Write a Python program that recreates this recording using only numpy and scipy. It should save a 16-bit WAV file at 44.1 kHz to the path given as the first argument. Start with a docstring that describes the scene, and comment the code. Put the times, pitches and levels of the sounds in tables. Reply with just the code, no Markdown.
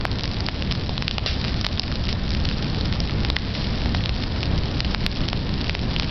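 """Two heaps of brush burn at the edge of a wood, a few metres from a small camera.
From the start the flames roar low, needles and twigs sizzle and crackle, and the camera whines faintly.
Branches snap and sticks pop throughout; the limiter ducks the roar briefly after each loud snap.
Split branches vent steam in short puffs at 1.3 s and 2.1 s, then in a longer, fainter jet at 3.5 s."""
import sys
import numpy as np
from scipy import signal
from scipy.fft import rfft, irfft, next_fast_len
from scipy.io import wavfile
from scipy.ndimage import uniform_filter1d, minimum_filter1d, map_coordinates

SR = 44100
rng = np.random.default_rng(int(sys.argv[2]) if len(sys.argv) > 2 else 0)


def persist_wave(psi):
    """Save psi, clipped to +-1, as 16-bit WAV."""
    counts = np.round(np.clip(psi, -1, 1) * 32767).astype(np.int16)
    wavfile.write(sys.argv[1], SR, np.atleast_2d(counts).T)


N = 269010


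def amp(db):
    """Amplitude grows tenfold every 20 dB."""
    return 10 ** (np.asarray(db) / 20)


def unit(x):
    """Normalisation to an rms of 1."""
    return x / np.sqrt(np.mean(x ** 2) + 1e-20)


def along(points, hz):
    """Interpolation of (frequency, value) points on a logarithmic frequency axis."""
    frequencies, values = np.transpose(points)
    return np.interp(np.log(hz + 1), np.log(frequencies + 1), values)


def curves(rows):
    """Linear interpolation in time: one value per sample for each column after the first."""
    times, *columns = np.transpose(rows)
    return [np.interp(np.arange(N) / SR, times, column) for column in columns]


def wobble(rate):
    """Smooth random modulation: a spline through rate Gaussian knots a second."""
    return map_coordinates(rng.standard_normal(size=4096), [np.arange(N) * rate / SR], mode="wrap")


def filtered(x, response):
    """Linear filtering multiplies the spectrum by a frequency response."""
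    size = next_fast_len(N + SR // 2)
    return irfft(rfft(x, size) * response(np.fft.rfftfreq(size, 1 / SR)), size)[:N]


def rush(spectrum, patchy_db):
    """Coloured noise of rms 1, modulated in random patches of time and frequency."""
    cells = signal.stft(rng.standard_normal(N), nperseg=512)[2]
    patches = uniform_filter1d(rng.standard_normal(cells.shape), size=9, axis=0)
    patches = uniform_filter1d(patches, size=10, axis=1)
    noise = signal.istft(cells * amp(patchy_db * unit(patches)), nperseg=512)[1][:N]
    return unit(filtered(noise, lambda hz: amp(along(spectrum, hz))))


def bursts(times, db, ring_hz, q, scatter_db, scatter_t60, size=512):
    """Impulse response: each pressure pulse rings a damped splinter and scatters off nearby twigs."""
    hz, t = np.fft.rfftfreq(size, 1 / SR), np.arange(size) / SR
    centre, width = ring_hz[:, None], (ring_hz / np.maximum(q, .3))[:, None]
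    splinter = 1j * hz * width / (centre ** 2 - hz ** 2 + 1j * hz * width)
    fade = amp(-60 * t / scatter_t60)
    twigs = amp(scatter_db) * rng.standard_normal((len(times), size)) * fade / np.linalg.norm(fade)
    waves = amp(db)[:, None] * irfft(splinter * (1 + rfft(twigs)))
    where = np.round(times * SR).astype(int)[:, None] + np.arange(size)
    return np.bincount(where.ravel(), waves.ravel(), N)[:N]


def flames(roar_db):
    """Turbulent combustion radiates low noise that flutters as tongues of flame tear off."""
    # spectrum of the flames: (frequency [Hz], relative density [dB])
    spectrum = [(10, -8.5), (22, -3.5), (48, -2.5), (68, -1), (95, -4.5), (130, -5.5), (165, -8), (208, -9),
                (270, -14.5), (400, -20.5), (700, -25), (1300, -31.5), (2500, -36), (6000, -57)]
    flutter_db = 0.41 * wobble(5.69) + wobble(22)
    return amp(roar_db + 4.5 + flutter_db) * rush(spectrum, patchy_db=0.44)


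def sizzle(sizzle_db):
    """Superposition: countless tiny bursts of boiling sap merge into a restless, grainy hiss."""
    # spectrum of sap boiling in needles and twigs: (frequency [Hz], relative density [dB])
    spectrum = [(200, -50), (800, -10), (1500, -6), (2200, -6.5), (3200, -1), (4300, 0.5), (5500, -4.5)]
    surge_db = 1.2 * wobble(60)
    grain_db = 3 * wobble(900)  # each tiny burst lasts about a millisecond
    hiss = unit(amp(grain_db) * rush(spectrum, patchy_db=1.0))
    return amp(sizzle_db + 4.0 + surge_db) * hiss


def whine(hz=1823):
    """The camera's faint pure tone wavers by slow phase modulation."""
    return amp(-51.0) * np.sin(2 * np.pi * hz * np.arange(N) / SR + .5 * wobble(3.9))


def crackle(sizzle_db, count=900):
    """A random point process: twigs crack in flurries, at a rate that follows the sizzle."""
    when, force, sharpness = rng.random((count, 3)).T
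    activity = np.cumsum(amp(sizzle_db + 2.2 * wobble(23)))
    times = np.searchsorted(activity / activity[-1], when) / SR
    db = -10 + 15 * np.tanh(-.33 * np.log(1 - force))  # many faint ticks, few strong ones
    ring_hz = np.clip(4400 * np.exp(0.27 * rng.standard_normal(count)), 700, 6000)
    q = .9 + 3 * sharpness ** 2
    return bursts(times, db, ring_hz, q, scatter_db=-6, scatter_t60=.008)


def woodland(x, t60):
    """Reverberation: scattering by trunks and foliage returns a diffuse, exponentially decaying tail."""
    t = np.arange(SR // 2) / SR
    build_up = 1 - np.exp(-t / 0.037)
    tail = rng.standard_normal(len(t)) * amp(-60 * t / t60) * build_up
    return signal.fftconvolve(x, tail / np.linalg.norm(tail))[:N]


def snaps():
    """Fracture of thicker wood radiates a sharp report; the recoiling branch adds a dull knock."""
    # branches bursting open:
    # (time [s], impulse level [dB], resonance [Hz], quality factor [-], knock impulse level [dB])
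    fractures = [(0.0528, 10, 1660, 1, 24.5), (0.1154, 11, 4200.0, 3.0, -5.5), (0.1866, 5.5, 4130, 3.0, -8),
                 (0.2356, 10.5, 4900.0, 2.6, 1), (0.4059, 10.0, 4830, 3.0, 6),
                 (0.4648, 10.5, 4500.0, 4.4, -2), (0.4867, 16.5, 2720, 0.67, 10),
                 (0.6235, 10.5, 2600.0, 1.7, 9), (0.7122, 13.5, 3640, 2.7, -4),
                 (0.7235, 13, 5100.0, 0.7, -1.0), (0.8938, 5, 4200.0, 1.5, 9.5),
                 (0.9794, 14.5, 4070, 2.4, 11), (1.0239, 13.5, 3100.0, 0.53, 9.5),
                 (1.0807, 20.5, 3300, 1.6, 2), (1.1117, 14.5, 3390, 0.89, -3.5),
                 (1.1828, 14.5, 2900, 1.8, 16.5), (1.2621, 19, 3570, 3.0, 18), (1.6127, 9, 5000.0, 1.3, 1),
                 (1.6457, 10, 2900.0, 0.42, 3.5), (1.6491, 13.5, 5200.0, 0.5, -7.5),
                 (1.666, 19.5, 4800, 0.92, 20.5), (1.775, 8, 3400, 3.9, -6), (1.7963, 24.5, 4180, 3, 9),
                 (2.0893, 9, 3200.0, 1.8, -4), (2.1285, 11.5, 5230, 1.1, -1), (2.3061, 6.5, 5130, 1.2, -5),
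                 (2.3495, 9.5, 3950, 1.4, -5.5), (2.4539, 14.0, 4600.0, 2, 4.5),
                 (2.489, 10, 3400, 1.7, -4.5), (2.8105, 8, 4000.0, 2.6, 4.5), (2.9263, 6, 3020, 0.5, 0),
                 (3.0034, 16, 5200.0, 2.2, -2.0), (3.0959, 8, 2200.0, 3.0, -6),
                 (3.2494, 11.5, 3900.0, 0.7, 13.0), (3.3015, 24, 3850, 4.6, 18.5),
                 (3.366, 26.5, 2050, 1.96, 7), (3.859, 3.5, 2500.0, 1.0, 5.5), (3.948, 10, 1500, 1.9, 15.5),
                 (4.0588, 12.5, 3120, 1.3, -2.5), (4.0937, 11.5, 3000.0, 0.91, 8.0),
                 (4.4307, 10.5, 2400.0, 1.1, 3), (4.805, 16.5, 4230, 1, 4), (4.8474, 11.5, 2960, 3.2, 1),
                 (4.9473, 17.0, 1800.0, 0.66, 1.5), (5.0645, 22, 3300, 1.33, 13.5),
                 (5.2868, 14, 5230, 1.1, 2.0), (5.3309, 9.5, 2600, 1.7, 15), (5.6959, 21, 2800, 1.75, 13.5),
                 (5.751, 13, 1980, 0.39, 9), (5.9638, 14.0, 2900.0, 3.5, 1.5), (5.9983, 14, 3600.0, 0.6, 1),
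                 (6.0236, 6.5, 3260, 1.8, 7)]
    times, db, ring_hz, q, knock_db = np.transpose(fractures)
    report = bursts(times, db, ring_hz, q, scatter_db=-7, scatter_t60=.008)
    branch_hz = 770 * np.exp(0.22 * rng.standard_normal(len(times)))
    knock = bursts(times, knock_db, branch_hz, q=1.1, scatter_db=-6, scatter_t60=0.017)
    return report + knock


def pops(count=36):
    """Heavily damped resonance: sticks pop at random, weaker than branches and duller than twigs."""
    when, pitch = rng.random((2, count))
    db = np.full(count, 3)
    ring_hz = 3200 * np.exp(0.44 * (2 * pitch - 1))
    return bursts(when * N / SR, db, ring_hz, q=0.63, scatter_db=-4.5, scatter_t60=0.0056)


def limiter(x, threshold_db, release_s, slope, size=33):
    """Compression: gain drops within a millisecond at a peak over the threshold, then recovers."""
    peak = -minimum_filter1d(-np.abs(x), size)
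    excess = np.maximum(peak / amp(threshold_db) - 1, 1e-9)
    age = np.arange(N) / SR / release_s
    held = np.exp(np.maximum.accumulate(np.log(excess) + age) - age)  # each peak decays exponentially
    return x / (1 + uniform_filter1d(held, size, origin=size // 2)) ** slope


def steam():
    """Jet noise starts at once and sputters out as the driving pressure falls exponentially."""
    # steam escaping from split branches: (time [s], level [dB], 60 dB decay time [s])
    vents = [(1.262, -16, 0.28), (2.09, -25, 0.14), (3.538, -31, 0.87)]
    # spectrum of a steam jet: (frequency [Hz], relative density [dB])
    spectrum = [(300, -24), (1200, -9), (3000, 0.5), (5500, 1), (9000, -13.5)]
    t = np.arange(N) / SR
    pressure = sum(amp(db - 60 * np.abs(t - start) / t60) * (t > start) for start, db, t60 in vents)
    jet = filtered(rng.standard_normal(N), lambda hz: amp(along(spectrum, hz)))
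    sputter = amp(2.5 * wobble(500))
    return pressure * unit(sputter * jet)


def scene():
    """The sound pressures of the fire add; the cracks and steam also reverberate among the trees."""
    # how loud the roar and sizzle are heard:
    # (time [s], relative roar level [dB], relative sizzle level [dB])
    heard_levels = [(0.0, -27.5, -39), (0.54, -27, -37), (0.85, -26.5, -39), (1.15, -29.5, -38),
                    (1.48, -25.5, -35), (1.8, -28, -40), (2.51, -26.5, -36), (3.36, -26.5, -38),
                    (3.69, -26.5, -36), (4.67, -26, -37), (4.98, -27, -37), (5.44, -26.5, -37),
                    (5.86, -26.5, -37), (6.1, -27, -34)]
    roar_db, sizzle_db = curves(heard_levels)
    wood = snaps() + pops() + crackle(sizzle_db) + steam()
    return (flames(roar_db) + sizzle(sizzle_db) + wood + amp(-18.5) * woodland(wood, t60=0.36))[None]


def record(dry):
    """Limited bandwidth and headroom: the whining camera dulls treble, limits peaks, clips the loudest."""
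    # the camera's treble roll-off: (frequency [Hz], gain [dB])
    microphone = [(4700, -1), (5200, -1.5), (5550, -6.5), (5850, -15), (6100, -29.5), (6400, -49.5),
                  (7200, -72)]
    top_hz = 16600
    heard = filtered(dry[0] + whine(), lambda hz: amp(along(microphone, hz)))
    limited = limiter(heard, threshold_db=-9.0, release_s=0.027, slope=0.58)
    clipped = np.clip(limited, -.71, .71)
    return filtered(clipped, lambda hz: 1 / (1 + (hz / top_hz) ** 120))[None]


dry = scene()
out = record(dry)
persist_wave(out)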